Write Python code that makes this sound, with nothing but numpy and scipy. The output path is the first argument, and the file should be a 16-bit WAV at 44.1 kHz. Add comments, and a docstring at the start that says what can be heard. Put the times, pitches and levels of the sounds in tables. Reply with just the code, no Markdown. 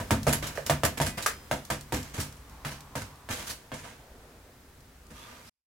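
"""A lopsided ceiling fan coasts to rest in a small bare room, its blades knocking as they pass.
Each knock is a hollow clack, a low thump and a gritty scuff that drags on longer as the fan slows.
Loose parts rattle, rub, tick and ring in between, and the last rubs squeak faintly.
A soft whirr sinks in pitch over a low rumble and hum, and everything stops abruptly near the end."""
import sys
import numpy as np
from scipy import signal
from scipy.fft import rfft, irfft
from scipy.io import wavfile
from scipy.ndimage import uniform_filter1d

SR = 44100
rng = np.random.default_rng(int(sys.argv[2]) if len(sys.argv) > 2 else 0)


def to_wav(s):
    """Save 16-bit WAV."""
    ch = np.atleast_2d(s).T  # columns
    pcm = np.round(np.clip(ch, -1, 1) * 32767)  # PCM
    wavfile.write(sys.argv[1], SR, pcm.astype(np.int16))


N = 249606
T = np.arange(N) / SR
AGE = np.arange(2 ** 15) / SR  # time within a one-shot, s
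COAST_S, STOP_S = 5.54, 5.493  # length of the spin-down; start of the cut-off
THUMP_LAG_S, SCUFF_LAG_S = .003, .011
SWELL_S, DRAG_S = .0043, .028  # scuff attack and decay at full speed


def speed(s):
    """Share of full blade speed at time s: friction slows the fan evenly to a crawl."""
    return np.clip(1 - s / COAST_S, .03, 1)


# hollow body of the fan: f/Hz, width/Hz, gain/dB
BODY_MODES = [(229, 53, 15), (317.5, 20, 5.5), (430, 47, -1.5), (502, 25, 10.5), (564, 78, -0.5),
              (629, 85, 8), (678, 5.8, -1), (813, 17, -8), (919, 61, 6), (1176, 34, -4.5), (1298, 54, -2.5),
              (1515, 110, -1.5), (1579, 40, -2.5), (1730, 54, -1), (2100, 120, -3.5), (2395, 78, -4.5),
              (2810, 280, -6), (3290, 240, -7.5)]
# blade hits: t/s, body level/dB, crack level/dB, thump level/dB, scuff level/dB, clack f/Hz, thump f/Hz
BLADE_KNOCKS = [(0.001, -37.5, -42, -36, -70, 826, 110), (0.1076, -27, -28, -22.5, -50, 1070, 98),
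                (0.268, -26, -31.5, -23.5, -31, 765, 143), (0.6976, -23.5, -27, -27, -59, 950, 140),
                (0.8346, -25.5, -30.5, -27.5, -45, 825, 115.4), (1.0011, -27.5, -35, -27, -32.5, 660, 147),
                (1.513, -27, -34.5, -34.5, -43, 890, 127), (1.702, -30.5, -31, -35.5, -42.5, 940, 130),
                (1.923, -32, -36, -30, -35.5, 700, 128), (2.179, -52, -44, -30.5, -44.5, 500, 107.6),
                (2.649, -38, -40, -37, -43, 1510, 144), (2.954, -38, -37, -35, -44, 850, 125),
                (3.289, -40.5, -43, -38, -36.5, 1160, 103), (3.718, -38.5, -57, -40.5, -46, 960, 134.6),
                (5.104, -55.5, -54.5, -50, -54, 600, 158)]


def knocks():
    """A blade strikes, thumps and drags past; slower blades give a less pitched clack, a longer scuff."""
    out = np.zeros((2, N))
    for s, body_db, crack_db, thump_db, scuff_db, hz, thump_hz in BLADE_KNOCKS:
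        width_hz = np.interp(speed(s), [0, 1], [1400, 600])
        direct_db = -1.5 + .27 * (body_db + 25.5)  # softer knocks are wetter
        add(out, s, pan(strike(body_db, crack_db, hz, width_hz, direct_db, BODY_MODES), left_db=-1.5))
        add(out, s + THUMP_LAG_S, thump(thump_db, thump_hz))
        add(out, s + SCUFF_LAG_S, scuff(scuff_db, scuff_db + .5, SWELL_S / speed(s), DRAG_S / speed(s)))
    return out


# EQ of a hit's bright crack: f/Hz, gain/dB
CRACK_EQ = [(200, -27), (600, -0.5), (1800, 7.5), (3200, -0.5), (7000, 3), (11000, 0), (16000, -7)]


def strike(body_db, crack_db, hz, width_hz, direct_db, modes):
    """A contact gives a short clack and a bright crack; both ring the modes of the struck part."""
    push = ring(contact(direct_db), [(hz, width_hz, 0)])
    chatter = np.roll(push, int(rng.uniform(.001, .0028) * SR), axis=1)  # the parts meet once more
    clack = push + .35 * chatter
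    body = level_attack(clack + undb(9.5) * ring(clack, modes))
    crack = colour(snap(direct_db - 4, decay_s=.003), CRACK_EQ)
    crack = level_attack(crack + ring(crack, modes))
    return undb(body_db) * body + undb(crack_db) * crack


def contact(direct_db, echo_db=-13, echo_s=.012):
    """One sharp impulse as it arrives: direct, off the nearest wall and from the whole room."""
    path = room_tail()
    path[:, 0] += undb(direct_db)
    path[0, int(echo_s * SR)] += undb(echo_db)
    path[1, int((echo_s + rng.uniform(-.0004, .0004)) * SR)] += undb(echo_db)
    return path


def snap(direct_db, decay_s):
    """Rough surfaces meet in a few milliseconds of grit, layered with a room tail."""
    grit = (rng.standard_normal(len(AGE)) + 2.4 * diffuse(len(AGE))) * np.exp(-AGE / decay_s)
    return room_tail() + undb(direct_db) * unit_energy(grit)


# low modes of the room: f/Hz, width/Hz, gain/dB
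ROOM_MODES = [(75.5, 25, 7.5), (96.5, 12, 1), (143.3, 3.8, 8), (149.4, 4, -1), (213, 4.8, 1),
              (232.8, 29, 2), (260.4, 21, 6), (288.4, 2.1, -26.5)]


def thump(db, hz):
    """A heavy, quickly damped swing sets the low modes of the room booming."""
    swing = level_attack(np.sin(2 * np.pi * hz * AGE) * AGE * np.exp(-AGE / .0082))
    shudder = level_attack(ring(room_tail() * np.exp(-AGE / .16), [(168, 370, 0)]))
    boom = level_attack(ring(swing + undb(8) * shudder, ROOM_MODES))
    return undb(db) * level_attack(swing + undb(1.5) * boom + undb(-4) * shudder)


# EQs of friction, its bright hiss and its low rasp: f/Hz, gain/dB
HISS_EQ = [(500, -29.5), (1500, -8), (3000, -1), (5500, 2.5), (8500, 1), (12000, -2.5), (16000, -11)]
RASP_EQ = [(120, -4), (250, -11), (380, -4), (620, -6.5), (1000, -1), (1600, -0.5), (2400, -1.5),
           (4000, -10), (9000, -22)]


def scuff(hiss_db, rasp_db, swell_s, decay_s):
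    """Rubbing swells and dies away: many tiny slips give a gritty hiss and a rasp in the hollow body."""
    pressure = np.minimum(AGE / swell_s, 1) * np.exp(-np.maximum(AGE - swell_s, 0) / decay_s)
    slip_db = 2.5 * rng.exponential(size=len(AGE) // 32).clip(0, 4)
    slips = unit_rms(uniform_filter1d(undb(slip_db).repeat(32), size=24))
    tilt = .16 * (hiss_db + 37)  # dB per octave: harder rubbing is brighter
    hiss = colour(diffuse(len(AGE)), [(hz, db + tilt * np.log2(hz / 4000)) for hz, db in HISS_EQ])
    spot_hz = np.geomspace(1000, 16000, 70)
    spot_db = 3 * rng.standard_normal(len(spot_hz))  # each rubbed spot has its own uneven colour
    hiss = unit_rms(colour(hiss, list(zip(spot_hz, spot_db))))
    rasp = colour(diffuse(len(AGE)), RASP_EQ)
    rasp = unit_rms(rasp + ring(rasp, BODY_MODES))
    rub = (undb(hiss_db) * hiss + undb(rasp_db) * rasp) * pressure * slips
    reverb = signal.fftconvolve(rub, room_tail(), axes=1)[:, :len(AGE)]
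    return pan(rub + undb(-6.5) * reverb, left_db=-2)


# resonances of the loose parts: f/Hz, width/Hz, gain/dB
LOOSE_MODES = [(439, 60, 7), (548, 150, 3), (1198, 91, -2), (1300, 90, -6.5), (1580, 120, -4),
               (1800, 110, -6.5), (2485, 110, -9.5)]
# their hits: t/s, body level/dB, crack level/dB, f/Hz, pan left/dB
LOOSE_HITS = [(0.2733, -30, -49, 690, -3.5), (0.575, -40, -56.5, 1760, -8), (0.5796, -34, -64.5, 677, -4),
              (1.262, -29, -31.5, 1260, -0.5), (1.2644, -34.5, -27.5, 1330, 2)]


def rattles():
    """Loose parts click with a dry, narrow ring."""
    out = np.zeros((2, N))
    for s, body_db, crack_db, hz, left_db in LOOSE_HITS:
        click = strike(body_db, crack_db, hz, width_hz=.24 * hz, direct_db=3, modes=LOOSE_MODES)
        add(out, s, pan(click, left_db))
    return out


# grazes between the knocks: t/s, hiss level/dB, rasp level/dB, decay/s
GRAZES = [(0.324, -23, -26, 0.019), (0.423, -39, -33.5, 0.055), (0.466, -36, -61, 0.019),
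          (0.551, -45, -45, 0.045), (0.66, -34, -38, 0.023), (0.847, -25.5, -27, 0.015),
          (0.972, -34, -32.5, 0.011), (1.061, -29.5, -31.5, 0.019), (1.172, -39, -34, 0.044),
          (1.222, -33.5, -46, 0.021), (2.04, -51.5, -51.5, 0.095), (2.136, -42.5, -40, .069),
          (2.196, -32.5, -38, 0.025), (2.71, -45.5, -44, .03), (3.01, -44.5, -41.5, 0.013),
          (3.38, -43, -42.5, 0.091), (3.464, -37, -45.5, .025), (3.49, -33.5, -41.5, 0.023),
          (3.83, -52, -45.5, 0.074), (5.21, -72, -52.5, 0.16), (5.42, -49.5, -56.5, 0.092)]


def rubs():
    """Parts graze each other without striking and give the fan a slight jolt."""
    out = np.zeros((2, N))
    for s, hiss_db, rasp_db, decay_s in GRAZES:
        add(out, s, scuff(hiss_db, rasp_db, SWELL_S / speed(s), decay_s))
        add(out, s + THUMP_LAG_S, thump(rasp_db - 9, hz=105))
    return out


# small contacts: t/s, level/dB
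LIGHT_TICKS = [(0.231, -44.5), (1.651, -50), (1.810, -49.5), (2.029, -48), (2.325, -56), (2.368, -62),
               (2.496, -61.5), (2.806, -53.5), (3.158, -65), (4.805, -66), (5.067, -64)]


def ticks():
    """Light, bright clicks of grit between the knocks."""
    out = np.zeros((2, N))
    for s, db in LIGHT_TICKS:
        click = colour(snap(direct_db=4, decay_s=.004), HISS_EQ)
        add(out, s, undb(db) * level_attack(click))
    return out


# partials of loose metal: t/s, f/Hz, level/dB, t60/s
METAL_PARTIALS = [(1.066, 1986, -48, .55), (1.066, 2487, -48, .55), (1.263, 3165, -58, .7),
                  (1.263, 5093, -54, .8), (1.2615, 5400, -30, .035), (1.2635, 6050, -29, .04)]


def metal_rings():
    """Loose metal rings out in thin tones after two of the contacts."""
    out = np.zeros((2, N))
    for s, hz, db, t60 in METAL_PARTIALS:
        stereo_phase = rng.random((2, 1)) / 3
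        tone = np.sqrt(2) * np.sin(2 * np.pi * (hz * AGE + stereo_phase))
        add(out, s, undb(db) * tone * decay(t60))
    return out


# whines in the last rubs: peak t/s, half length/s, f/Hz, filter width/Hz, level/dB
WHINES = [(5.223, 0.064, 3430, 200, -57.5), (5.278, 0.18, 1206, 80, -58)]


def squeaks():
    """Narrow whines of friction fade in and out."""
    out = np.zeros((2, N))
    for s, half_s, hz, width_hz, db in WHINES:
        band = [(hz, width_hz, 0)]
        whine = unit_rms(ring(ring(diffuse(N), band), band))
        out += undb(db) * whine * np.exp(-((T - s) / half_s) ** 2)
    return out


# automation of the blades' whirr: t/s, centre f/Hz, relative level/dB
WHIRR_CURVE = [(2.301, 1050, -66), (2.55, 960, -55.5), (3.199, 1020, -57.5), (3.6, 800, -65),
               (4.0, 560, -59), (4.301, 520, -56.5), (4.7, 450, -68.5), (5.5, 420, -72.5)]


def whirr():
    """A soft band of rushing noise sinks as the blades slow, over a broad wash of steady pitch."""
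    s, hz, db = np.transpose(WHIRR_CURVE)
    lowpass = signal.butter(2, 210, fs=SR, output="sos")  # sets the band's half width
    flutter = signal.sosfilt(lowpass, diffuse(N) + 1j * diffuse(N) + rng.standard_normal(N))
    carrier = np.exp(2j * np.pi * np.cumsum(np.interp(T, s, hz)) / SR)
    band = unit_rms(np.real(flutter * carrier))
    wash = unit_rms(ring(diffuse(N), [(1040, 1000, 0)]))
    return (band + undb(-4) * wash) * undb(np.interp(T, s, db) - 1.5)


# EQ of the air bed: f/Hz, gain/dB
AIR_EQ = [(12, -51), (20, -4.5), (31, -23), (53, -2.5), (177, -18), (270, -14.5), (337, -24), (377, -18),
          (422, -21.5), (485, -19.5), (574, -24.5), (1710, -25.5), (2820, -32), (4060, -32.5),
          (16000, -37.5)]


def air_and_hum():
    """A bed of low rumble and thin hiss with a faint wavering hum; both fade as the fan slows."""
    air = unit_rms(colour(diffuse(N), AIR_EQ)) * undb(-54 + 10.5 * speed(T) ** 2)
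    hum = unit_rms(ring(diffuse(N), [(144.6, 4, 0)])) * undb(-76.5 + 25 * speed(T))
    return air + hum


# reverb time of the room: f/Hz, t60/s
ROOM_DECAY = [(150, 0.51), (420, 0.23), (1100, 0.2), (3000, 0.25), (8000, 0.2), (16000, 0.18)]


def room_tail():
    """Diffuse reverb tail of unit energy; the bass lasts longest."""
    spectrum = rfft(diffuse(len(AGE)))
    tail = np.zeros((2, len(AGE)))
    for centre_hz, t60 in ROOM_DECAY:
        crossover = [(hz, float(hz == centre_hz)) for hz, _ in ROOM_DECAY]
        tail += irfft(spectrum * along(crossover, bins(AGE))) * decay(t60)
    build_up = 1 - np.exp(-AGE / .0015)
    return unit_energy(tail * build_up)


# stereo image of the room: f/Hz, left-right correlation/0-1
CORRELATION = [(60, 1), (150, 0.99), (300, 0.95), (550, 0.67), (1100, 0.46), (2200, 0.21), (8000, 0.2)]


def diffuse(size):
    """Stereo noise from all around: mono in the bass, wide in the treble."""
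    noise = rng.standard_normal((2, size))
    alike = along(CORRELATION, bins(noise))
    mid, side = irfft(rfft(noise) * np.sqrt([1 + alike, 1 - alike]), size)
    return unit_rms(np.array([mid + side, mid - side]))


def colour(x, points):
    """Minimum-phase EQ through (f/Hz, gain/dB) points."""
    size = x.shape[-1]
    cepstrum = irfft(np.log(undb(along(points, bins(x)))), size)
    cepstrum[1:size // 2] *= 2
    cepstrum[size // 2 + 1:] = 0
    return irfft(rfft(x) * np.exp(rfft(cepstrum)), size)


def ring(x, modes):
    """Pass x through parallel (f/Hz, width/Hz, gain/dB) resonators."""
    f = bins(x)
    response = sum(undb(db) * 1j * f * width / (hz ** 2 - f ** 2 + 1j * f * width)
                   for hz, width, db in modes)
    return irfft(rfft(x) * response, x.shape[-1])


def along(points, hz):
    """Read (f/Hz, value) points on a log-frequency axis."""
    f, value = np.transpose(points)
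    return np.interp(np.log(np.maximum(hz, 1)), np.log(f), value)


def bins(x):
    """Frequencies of the spectrum of x."""
    return np.fft.rfftfreq(x.shape[-1], 1 / SR)


def undb(db):
    """Decibels to gain."""
    return 10 ** (np.asarray(db) / 20)


def decay(t60):
    """Envelope that falls 60 dB in t60 seconds."""
    return np.exp(-np.log(1000) * AGE / t60)


def unit_rms(x):
    """Scale to rms 1."""
    return x / np.sqrt(np.mean(x ** 2))


def unit_energy(x):
    """Scale a stereo sound to a mean energy of 1 per channel."""
    return x / np.sqrt(np.sum(x ** 2) / 2)


def level_attack(x):
    """Scale so that the first 30 ms have rms 1."""
    return x / np.sqrt(np.mean(x[..., AGE < .03] ** 2))


def pan(x, left_db):
    """Lean a sound to the left by so many dB."""
    return x * undb(np.array([[left_db], [-left_db]]) / 2)


def add(out, s, sound):
    """Mix a one-shot in at time s, fading its far end."""
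    start = int(s * SR)
    fade = np.interp(AGE, [.5, .7], [1, 0])
    out[:, start:start + len(AGE)] += (sound * fade)[..., :N - start]


def scene():
    """The knocking fan, its loose parts and the bed beneath them."""
    return knocks() + rattles() + rubs() + ticks() + metal_rings() + squeaks() + whirr() + air_and_hum()


def record(dry):
    """A gate shuts abruptly at the end; a steep low-pass trims the very top."""
    gate = np.clip((STOP_S - T) / .005 + 1, undb(-50), 1)
    lowpass = signal.ellip(10, .2, 80, 16100, fs=SR, output="sos")
    return signal.sosfilt(lowpass, dry * gate)


dry = scene()
out = record(dry)
to_wav(out)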